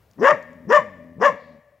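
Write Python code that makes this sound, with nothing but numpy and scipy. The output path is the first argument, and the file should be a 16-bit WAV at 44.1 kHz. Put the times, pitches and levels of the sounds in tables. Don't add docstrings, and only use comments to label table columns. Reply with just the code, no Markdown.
import sys
import numpy as np
from scipy import signal
from scipy.fft import rfft, irfft, next_fast_len
from scipy.io import wavfile
from scipy.ndimage import uniform_filter1d, minimum_filter1d

SR = 44100
rng = np.random.default_rng(int(sys.argv[2]) if len(sys.argv) > 2 else 0)


def wav_record(signal):
    frames = np.transpose(np.atleast_2d(signal))
    bounded = np.clip(frames, -1, 1)
    quanta = np.round(bounded * 32767).astype(np.int16)
    wavfile.write(sys.argv[1], SR, quanta)


N = 79380
TIME_S = np.arange(N) / SR
CHEST_CUT_HZ = 321


def bark(curve, rough_rise, rough_top, flutter_top, growl_phase):
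    # frequency in Hz, gain in dB.
    overtone_colour = [(600, 0), (1350, 0), (1620, -1), (1900, 6), (2120, -18), (2500, -17.5), (2850, -15),
                       (4000, -37.5)]
    rasp_colour = [(100, -37), (330, -20), (480, -6), (720, -23), (900, 11), (1130, 13.5), (1380, -17.5),
                   (1650, -1.5), (1900, 0), (2300, -13.5), (2850, -18.5), (3450, -20.5), (4150, -36.5),
                   (5000, -23), (5600, -21.5), (6400, -27), (7200, -25), (8200, -41.5), (15500, -45.5)]
    # frequency in Hz, gain in dB.
    clearing = [(1900, -6.5), (2800, -.5)]
    steady_after_s, steadying_s, edge_s = .056, .014, .012
    flutter_hz, flutter_rise = 105, .42
    s, *columns = np.transpose(curve)
    span = slice(round(s[0] * SR), round(s[-1] * SR))
    t = TIME_S[span]
    hz, first_db, octave_db, upper_db = (gesture(t, s, column) for column in columns)
    rising = (1 - np.tanh((t - s[0] - steady_after_s) / steadying_s)) / 2
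    rough = rough_top + (rough_rise - rough_top) * rising
    flaps = np.cos(2 * np.pi * np.cumsum(flutter_hz * (1 + wobble(flutter_hz)[span] / 2)) / SR)
    flutter = (flutter_top + (flutter_rise - flutter_top) * rising) * flaps
    jitter = .05 * rough * wobble(rate_hz=380)[span]
    phase = 2 * np.pi * np.cumsum(hz * (1 + jitter + .1 * flutter)) / SR
    shake = rough * (.45 * wobble(rate_hz=320)[span] + .5 * np.cos(growl_phase[span]))
    closing = phase + .75 * rough ** 2 * wobble(rate_hz=300)[span]
    orders = np.arange(3, 8)[:, None]
    upper = levelled(colour(np.cos(orders * closing).sum(0) * (1 + shake), overtone_colour))
    fundamental = amp(first_db + 1.5) * np.sin(phase) * (1 + shake / 2 + rising * flutter)
    octave = amp(octave_db) * np.cos(2 * closing) * (1 + shake)
    overtones = amp(upper_db) * upper / np.sqrt(2) - octave
    puffs = (1 + np.cos(phase) / 2) * (1 + shake / 2) * rng.standard_normal(N)[span]
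    push = np.hypot(amp(upper_db), amp(octave_db - 14))
    rasp = levelled(colour(puffs, rasp_colour)) * push * amp(2.5)
    rasp = rising * rasp + (1 - rising) * colour(rasp, clearing)
    voice = np.sqrt(2) * (fundamental + overtones * (1 + flutter)) + rasp * (1 + flutter / 2)
    edges = np.clip(np.minimum(t - s[0], s[-1] - t) / edge_s, 0, 1)
    return s[0], butterworth(voice * edges, 4, CHEST_CUT_HZ, "highpass")


def gesture(t, s, points, glide_s=.009):
    return uniform_filter1d(np.interp(t, s, points), size=round(glide_s * SR), mode="nearest")


def growl():
    # time in seconds, pitch in Hz, level in dB.
    course = [(0.159, 89.72, -57), (.195, 154.3, -38.5), (.23, 252.7, -27), (0.269, 246.7, -49),
              (.305, 241.5, -56), (0.33, 162.3, -34), (.36, 104.1, -45.5), (0.42, 76.3, -55.5),
              (.55, 86.6, -49), (0.653, 79.8, -47.5), (0.686, 208.7, -32.5), (0.72, 237.8, -40),
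              (0.753, 262.5, -59.5), (0.795, 176.2, -38.5), (0.825, 109.9, -44.5), (0.938, 91.65, -51),
              (1.009, 84.17, -48.5), (1.158, 82.6, -49.5), (1.198, 185.4, -35), (1.231, 234, -37),
              (1.261, 260.5, -44.5), (1.299, 188.5, -41.5), (1.34, 100.9, -42), (1.381, 75.2, -62),
              (1.508, 81.25, -52), (1.59, 73, -53.5), (1.615, 68.8, -86)]
    # frequency in Hz, gain in dB.
    muzzle = [(35, -35), (78, -7.5), (170, -1), (250, 4.5), (340, -20), (450, -11.5), (1200, -55.5)]
    tighten_hz, wobble_hz = 90, 70
    s, pitch_hz, level_db = np.transpose(course)
    hz = np.interp(TIME_S, s, pitch_hz)
    loose = np.minimum(tighten_hz / hz, 1)
    jitter = .055 * loose * wobble(wobble_hz)
    phase = 2 * np.pi * np.cumsum(hz * (1 + jitter)) / SR
    orders = np.arange(1, 13)[:, None]
    gains = amp(read(muzzle, orders * hz))
    pulses = (gains * np.cos(orders * phase)).sum(0) / np.sqrt((gains ** 2).sum(0) / 2)
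    rasp = unit(colour((1 + np.cos(phase)) * rng.standard_normal(N), muzzle))
    shimmer = .28 * wobble(wobble_hz)
    voice = pulses * (1 + shimmer) + .3 * loose * rasp
    return voice * amp(np.interp(TIME_S, s, level_db, -np.inf, -np.inf)), phase


def teeth_hiss():
    # centre in seconds, peak level in dB.
    hisses = [(.208, -56.5), (0.707, -44.5), (1.223, -47)]
    # frequency in Hz, gain in dB.
    teeth = [(2000, -31), (4200, -28.5), (5200, -0.5), (6000, -4), (6900, -22.5), (9000, -33)]
    envelope = sum(amp(db) * swell(s, width_s=.0087) for s, db in hisses)
    return envelope * unit(colour(rng.standard_normal(N), teeth))


def coyote():
    # time in seconds, pitch in Hz, then drive in dB
    first = [(.178, 165.5, -33, -54, -56.5), (.208, 347.1, -29.5, -42, -55), (.222, 427, -19, -45, -36),
             (.238, 467.2, -17.5, -34, -27), (0.256, 548.3, -15.5, -18.5, -17.5),
             (0.269, 565.4, -15.5, -21.5, -22.5), (0.277, 541.2, -23, -7, -11),
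             (0.297, 614.3, -14.5, -20, -28), (0.309, 608.3, -22, -17, -15.5),
             (0.32, 578, -15.5, -22.5, -29), (0.34, 497, -41, -30.5, -50)]
    second = [(.67, 186.6, -55, -51.5, -77), (.686, 309.7, -40.5, -60, -59), (.701, 428.4, -20.5, -36, -32),
              (0.722, 490.4, -19, -41.5, -20), (0.733, 559.8, -15.5, -29.5, -16),
              (0.74, 609, -15, -12.5, -20), (0.756, 590.6, -13.5, -18.5, -17),
              (0.769, 593.4, -7.5, -15.5, -14), (0.773, 571, -30, -6.5, -29.5),
              (0.789, 528.3, -33, -21.5, -42), (0.811, 470, -40, -32, -43)]
    third = [(1.18, 201.1, -34, -72, -73.5), (1.199, 300.7, -46.5, -44.5, -69.5),
             (1.214, 427, -24, -31, -37.5), (1.23, 479.6, -23, -22, -25), (1.245, 563.1, -21.5, -22.5, -19),
             (1.263, 588.1, -10, -12.5, -14), (1.272, 552.4, -17, -17.5, -26),
             (1.279, 540, -53, -13, -26.5), (1.298, 525, -23.5, -24, -52), (1.314, 452, -38, -47.5, -55)]
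    roughness = [(.8, .36, .36), (.8, .15, .08), (.85, .2, .14)]
    voice, growl_phase = growl()
    for curve, depths in zip([first, second, third], roughness):
        add(voice, *bark(curve, *depths, growl_phase))
    return voice + teeth_hiss()


def trees(voice):
    # frequency in Hz, gain in dB.
    echo_colour = [(100, -28.5), (300, -7), (510, -4.5), (605, 0.5), (740, 1.5), (1100, -10.5), (1750, -4),
                   (2100, 9), (2800, -3.5), (3900, 0), (5500, -6), (12000, -1.5)]
    # frequency in Hz, T60 in seconds.
    far_decay = [(200, 0.41), (600, 1.31), (1100, 0.98), (12000, 1.2)]
    hz, t, spectra = signal.stft(rng.standard_normal((2, N_ECHO := SR)), SR, nperseg=256)
    response = np.zeros(N)

    def scatter(noise, delay_s, t60_s, gain_db):
        tail = signal.istft(noise * amp(-60 * t / t60_s), SR, nperseg=256)[1][:N_ECHO]
        add(response, delay_s, amp(gain_db) * tail / np.linalg.norm(tail))

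    scatter(spectra[0], delay_s=.073, t60_s=read(far_decay, hz)[:, None], gain_db=-25)
    scatter(spectra[1], delay_s=.015, t60_s=.24, gain_db=-9.5)
    return colour(signal.fftconvolve(voice, response)[:N], echo_colour)


def trunks(voice, turn_s=1.15, turn_db=4):
    # delay in seconds, gain in dB before the turn and the filter.
    echoes = [(.05, -22), (.125, -27.5)]
    turned = (np.tanh((TIME_S - turn_s) * 20) + 1) / 2
    thrown = voice * amp(turn_db * turned)
    out = np.zeros(N)
    for delay_s, db in echoes:
        add(out, delay_s, amp(db) * thrown)
    return butterworth(out, 1, [CHEST_CUT_HZ, 540], "bandpass")


def stalks(decay_s=.002):
    # start in seconds, level in dB before the filter.
    ticks = [(.1126, -55), (.134, -59), (.427, -51), (.531, -58)]
    # frequency in Hz, gain in dB.
    stalk_colour = [(1000, -15), (3000, -1.5), (6800, 6), (9000, -11.5)]
    out, t = np.zeros(N), np.arange(1024) / SR
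    for s, db in ticks:
        add(out, s, amp(db) * rng.standard_normal(len(t)) * np.exp(-t / decay_s))
    return colour(out, stalk_colour)


def rustle(peak_db=-70):
    band_hz = [3500, 4700]
    noise = unit(butterworth(rng.standard_normal(N), 2, band_hz, "bandpass"))
    return amp(peak_db) * swell(centre_s=1.45, width_s=.08) * noise


def air(midway_db=-63.5, fade_db_per_s=4.5, spread=.083):
    # frequency in Hz, relative density in dB.
    spectrum = [(25, -23), (60, -4.5), (100, 1.5), (280, -15), (550, -12.5), (2000, -24), (3500, -30),
                (9000, -37), (15500, -31.5)]
    shared, left, right = colour(rng.standard_normal((3, N)), spectrum)
    level_db = midway_db - fade_db_per_s * (TIME_S - N / SR / 2)
    return amp(level_db) * unit(shared + spread * np.array([left, right]))


def amp(db):
    return 10 ** (np.asarray(db) / 20)


def unit(x):
    return x / np.sqrt(np.mean(x ** 2) + 1e-20)


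def levelled(x):
    return x / np.sqrt(abs(uniform_filter1d(x ** 2, size=400)) + 1e-12)


def read(points, hz):
    f, value = np.transpose(points)
    return np.interp(np.log(hz + 1), np.log(f + 1), value)


def colour(x, points):
    size = next_fast_len(x.shape[-1] + 2048)
    gains = amp(read(points, np.fft.rfftfreq(size, 1 / SR)))
    return irfft(rfft(x, size) * gains, size)[..., :x.shape[-1]]


def butterworth(x, order, hz, kind):
    return signal.sosfilt(signal.butter(order, hz, kind, fs=SR, output="sos"), x)


def wobble(rate_hz):
    hz = np.fft.rfftfreq(N, 1 / SR)
    band = hz / (hz + rate_hz / 5) / np.sqrt(1 + (hz / rate_hz) ** 6)
    return unit(irfft(rfft(rng.standard_normal(N)) * band, N))


def swell(centre_s, width_s):
    return np.exp(-((TIME_S - centre_s) / width_s) ** 2 / 2)


def add(mix, start_s, sound):
    part = mix[max(round(start_s * SR), 0):][:len(sound)]
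    part += sound[:len(part)]


def scene():
    # frequency in Hz, left minus right in dB.
    balance = [(60, 0), (200, 5.5), (4000, 6.3), (13000, 4.5)]
    voice = coyote()
    left, right = voice + trees(voice) + trunks(voice) + stalks() + rustle() + air()
    return np.array([colour(left, [(hz, db / 2) for hz, db in balance]),
                     colour(right, [(hz, -db / 2) for hz, db in balance])])


def record(dry):
    ceiling, hold_s, cutoff_hz = .98, .005, 15850
    size = round(hold_s * SR)
    gain = ceiling / np.maximum(abs(dry).max(0), ceiling)
    held = dry * uniform_filter1d(minimum_filter1d(gain, size), size)
    lowpass = signal.firwin(511, cutoff_hz, window=("kaiser", 9), fs=SR)
    return signal.oaconvolve(held, lowpass[None], "same")


dry = scene()
out = record(dry)
wav_record(out)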